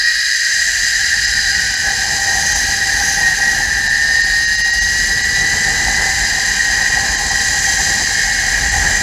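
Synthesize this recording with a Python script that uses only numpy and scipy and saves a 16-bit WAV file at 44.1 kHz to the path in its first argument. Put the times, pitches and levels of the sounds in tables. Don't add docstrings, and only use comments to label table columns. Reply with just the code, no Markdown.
import sys
import numpy as np
from scipy.fft import rfft, irfft, next_fast_len
from scipy.io import wavfile
from scipy.ndimage import map_coordinates

SR = 44100
rng = np.random.default_rng(int(sys.argv[2]) if len(sys.argv) > 2 else 0)


def output_pcm(signal):
    pcm = np.clip(np.atleast_2d(signal).T, -1, 1) * 32767
    wavfile.write(sys.argv[1], SR, np.round(pcm).astype(np.int16))


N = 397782
STRANDS_PER_TURN = 6

# centre in Hz, width in Hz, level in dB.
FRAME = [(1606.5, 91, -8), (1670, 61, -6), (1791, 103, -5), (1895, 114, -1.5), (2097, 110, -22),
         (2424, 157, -20.5), (2863, 254, -21.5), (3114, 240, -23.5)]
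# centre in Hz, width in Hz, level in dB.
WHEELS = [(3903, 114, -6.5), (4050, 210, -7), (4240, 230, -9), (4560, 215, -6), (4920, 290, -2),
          (5205, 250, -7.5)]
# centre in Hz, width in Hz, level in dB.
RIMS = [(5710, 200, -6), (5920, 160, -8), (6268, 300, -1.5), (6470, 200, -5.5)]
# centre in Hz, width in Hz, level in dB.
CONTACT = [(7064, 330, 3), (7410, 460, 1), (7930, 520, -8), (8240, 290, -12)]


def amp(db):
    return 10 ** (np.asarray(db) / 20)


def unit(x):
    return x / np.sqrt(np.mean(x ** 2) + 1e-20)


def curve(rows):
    s, values = np.transpose(rows)
    return np.interp(np.arange(N) / SR, s, values)


def swells(rows):
    t = np.arange(N) / SR
    return sum(db * np.exp(-((t - s) / length) ** 2) for s, length, db in rows)


def follow(control_db, grows):
    mean_db = control_db.mean()
    return mean_db + grows * (control_db - mean_db)


def wobble(rate):
    knots = rng.standard_normal(int(N * rate / SR) + 4)
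    return map_coordinates(knots, [np.arange(N) * rate / SR])


def filtered(x, response):
    m = next_fast_len(N + SR // 2)
    spectrum = rfft(x, m) * response(np.fft.rfftfreq(m, 1 / SR))
    return irfft(spectrum, m)[..., :N]


def slope(points):
    f, db = np.transpose(points)
    return lambda hz: amp(np.interp(np.log(hz + 1), np.log(f + 1), db))


def body(modes):
    def response(hz):
        power = 0
        for centre, width, db in modes:
            power = power + (amp(db) / (1 + (2 * (hz - centre) / width) ** 2)) ** 2
        return np.sqrt(power)
    return response


def noise(response):
    return unit(filtered(rng.standard_normal(N), response))


def tone(cycles, blur, blur_rate, flutter_db):
    phase = 2 * np.pi * cycles + blur * wobble(blur_rate)
    return unit(amp(flutter_db * wobble(14)) * np.sin(phase))


def steadiness():
    # centre in seconds, full depth in dB; the layers take it in different measure.
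    lulls = [(1.265, -11), (1.76, -9), (2.543, -12), (3.887, -11), (4.228, -14), (4.466, -12), (4.569, -16),
             (4.634, -15), (4.719, -16), (4.804, -15), (5.231, -14), (7.17, -13), (7.3, -9), (8.706, -9)]
    half_length_s = 0.0085
    return amp(swells([(s, half_length_s, db) for s, db in lulls]))


def buffeting(wind_db, gust_db, eddies):
    # frequency in Hz, relative level in dB per Hz.
    buffet_colour = [(10, -36), (25, -14), (38, 1), (50, 2.5), (70, -1.5), (100, -8), (150, -17.5),
                     (300, -42), (600, -90)]
    level_db = follow(wind_db, grows=0.82) + 3.5 + gust_db + 0.81 * eddies
    return amp(level_db) * noise(slope(buffet_colour))


def air_rush(wind_db, gust_db, eddies):
    # frequency in Hz, relative level in dB per Hz.
    rush_colour = [(50, -27), (110, -0.5), (150, 2), (220, -1), (330, -7), (500, -6), (650, -17.5),
                   (950, -13), (1200, -11.5), (2000, -7), (4000, -52), (15000, -53)]
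    level_db = follow(wind_db, grows=1.0) - 0.05 + 0.22 * gust_db
    return amp(level_db + 0.88 * eddies + 1.24 * wobble(70)) * noise(slope(rush_colour))


def hollow_hoot(wind_db, eddies):
    # centre in Hz, width in Hz, level in dB.
    hollow = [(793, 59, 3), (801, 308, -8)]
    # centre in seconds, half length in seconds, change in dB.
    hoot_swells = [(2.15, 0.34, 4), (4.05, 0.14, 2.5), (4.45, 0.15, -6), (5.35, 0.6, -6.5), (6.1, 0.2, 3.0),
                   (8.25, 0.35, 1)]
    level_db = follow(wind_db, grows=1.36) + 1.5 + swells(hoot_swells)
    return amp(level_db + 1.4 * eddies + 1.8 * wobble(50)) * noise(body(hollow))


def wind(steady):
    # time in seconds, strength in dB.
    strength = [(0.0, -49.5), (0.4, -54), (0.6, -45.5), (2.6, -32.5), (2.8, -34.5), (3.6, -32.0),
                (3.8, -36), (4.8, -37), (5.0, -34), (5.8, -29.5), (6.6, -36), (7.0, -30), (7.6, -34.5),
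                (8.0, -32.0), (8.2, -35.5), (9.0, -30.5)]
    # centre in seconds, half length in seconds, change in dB.
    gusts = [(1.35, 0.25, 4.0), (3.45, 0.22, -4), (4.95, 0.17, 2.5), (8.75, 0.34, 6)]
    wind_db, gust_db, eddies = curve(strength), swells(gusts), wobble(22)
    buffet = buffeting(wind_db, gust_db, eddies)
    rush = steady * air_rush(wind_db, gust_db, eddies)
    hoot = np.sqrt(steady) * hollow_hoot(wind_db, eddies)
    return buffet + rush + hoot


def frame_ring():
    # time in seconds, level in dB.
    ring_level = [(0.0, -24.5), (1.0, -23.5), (2.2, -26), (2.6, -24.5), (4.2, -26.5), (4.6, -30),
                  (5.4, -26), (7.0, -23.0), (7.2, -27.5), (7.8, -24), (8.0, -25), (8.2, -24), (9.0, -24)]
    return amp(curve(ring_level) + 6.5 + 0.34 * wobble(14)) * noise(body(FRAME))


def wheel_hiss(grind_db, rub_db):
    # time in seconds, level in dB.
    hiss_level = [(0.0, -19), (0.8, -22.0), (1.4, -20), (1.8, -23.0), (2.6, -22.5), (3.8, -25.0),
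                  (4.2, -22), (5.2, -23.5), (6.0, -23.0), (7.2, -24.0), (8.0, -22.0), (9.0, -26.5)]
    wheel = amp(curve(hiss_level) - 0.32) * noise(body(WHEELS))
    rim = amp(follow(grind_db, grows=0.6) + rub_db + 1.5) * noise(body(RIMS))
    return wheel + rim


def wire_song(turns):
    # cycles per wheel turn, level in dB before the resonances.
    wire_orders = [(39.9, -29.5), (45.9, -32.5)]
    wires = sum(amp(db) * tone(k * turns, blur=0.58, blur_rate=140, flutter_db=3.5) for k, db in wire_orders)
    wheels_and_rims = body([*WHEELS, *RIMS])
    return filtered(wires, lambda hz: wheels_and_rims(hz) + amp(-7.5) * body(CONTACT)(hz))


def contact_sizzle(grind_db):
    return amp(grind_db - 1.54) * noise(body(CONTACT))


def scrape(grind_db, rub_db):
    # frequency in Hz, relative level in dB per Hz.
    grit_colour = [(600, -35), (1100, -20), (1400, -21), (2050, 4.5), (2450, -2.5), (2620, -3), (3000, 0),
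                   (3500, 0.5), (5500, -0.5), (8000, -0.5), (12000, -39)]
    # centre in Hz, width in Hz, level in dB.
    fizz_modes = [(8880, 120, 2.5), (9600, 780, -3.5), (10420, 860, 1), (11060, 440, -3.5),
                  (12100, 700, -7.5), (12650, 500, -10), (13400, 650, -6.5), (14650, 800, -14.5)]
    grit = amp(follow(grind_db, grows=0.26) + 0.27 * rub_db - 2.5) * noise(slope(grit_colour))
    fizz = amp(follow(grind_db, grows=0.23) + 0.8 * rub_db - 9.5) * noise(body(fizz_modes))
    return grit + fizz


def rolling(turns, steady):
    # time in seconds, strength in dB.
    grind = [(0.0, -33), (0.6, -24), (1.8, -28.5), (2.4, -25.5), (2.8, -28.5), (3.0, -28.5), (3.8, -31),
             (4.4, -32), (4.6, -36.5), (5.0, -26.5), (5.2, -32), (5.4, -26), (7.2, -26.0), (7.8, -22.5),
             (8.4, -26.5), (9.0, -24.0)]
    # centre in seconds, half length in seconds, swell in dB.
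    rubs = [(2.53, 0.21, 5.0), (3.08, 0.13, 6.5), (3.5, 0.21, 2.5), (4.95, 0.22, 1.5), (7.75, 0.2, 2)]
    grind_db, rub_db = curve(grind), swells(rubs)
    load_db = 0.42 * wobble(45) + 0.5 * np.sin(2 * np.pi * turns)
    roughness = amp(0.46 * wobble(12) + 0.77 * wobble(150))
    ring = steady ** 0.15 * frame_ring()
    resonant = wheel_hiss(grind_db, rub_db) + wire_song(turns) + roughness * contact_sizzle(grind_db)
    scraping = steady * roughness * scrape(grind_db, rub_db)
    return amp(load_db) * (ring + steady ** 0.057 * resonant + scraping)


def strand_rate():
    start_hz, gain_hz_per_s = 623.0, 85.6
    drag_per_s = 0.0868
    t = np.arange(N) / SR
    return start_hz + gain_hz_per_s * t * (1 - drag_per_s * t / 2)


def wheel_turns():
    trembling_rate = strand_rate() * (1 + 0.000814 * wobble(25))
    return np.cumsum(trembling_rate) / SR / STRANDS_PER_TURN


def strand_tones(turns):
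    # centre in Hz, width in Hz, level in dB.
    swept = [(680, 43, -48.5), (800, 24, -35), (1041.4, 55, -41), (1260, 48, -46.5), (1532, 98, -28.5),
             (1670, 44, -25.5), (1831, 87, -14.5), (1892, 70, -15.5), (1950, 80, -20), (2005, 30, -22.5),
             (2154, 47, -32.5)]
    # centre in Hz, width in Hz, level in dB.
    swept_high = [(2828, 66, -37.5), (3194, 70, -38)]
    strands, strand_hz = STRANDS_PER_TURN * turns, strand_rate()
    hum = body(swept)(strand_hz) * tone(strands, blur=0.14, blur_rate=28, flutter_db=1.5)
    main = body(swept)(2 * strand_hz) * tone(2 * strands, blur=0.33, blur_rate=45, flutter_db=1.0)
    high = body(swept_high)(3 * strand_hz) * tone(3 * strands, blur=0.68, blur_rate=45, flutter_db=3.0)
    return hum + main + high


def side_tones(turns):
    # cycles per wheel turn, level in dB before the resonances.
    wheel_orders = [(11, -21), (13, -20.5), (14, -24.5), (17, -25.5), (18, -21.5), (19, -22), (23, -20),
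                    (24, -19), (25, -23)]
    sides = sum(amp(db) * tone(k * turns, blur=0.16, blur_rate=30, flutter_db=4.0) for k, db in wheel_orders)
    return filtered(sides, lambda hz: body(FRAME)(hz) + amp(-15) * body(WHEELS)(hz))


def whine(turns):
    return strand_tones(turns) + side_tones(turns)


def scene():
    turns, steady = wheel_turns(), steadiness()
    mono = wind(steady) + rolling(turns, steady) + whine(turns)
    return np.tile(mono, (2, 1))


def record(dry):
    ceiling, top_hz = 0.85, 15300
    rounded = dry / (1 + np.abs(dry / ceiling) ** 8) ** (1 / 8)
    return filtered(rounded, lambda hz: hz < top_hz)


dry = scene()
out = record(dry)
output_pcm(out)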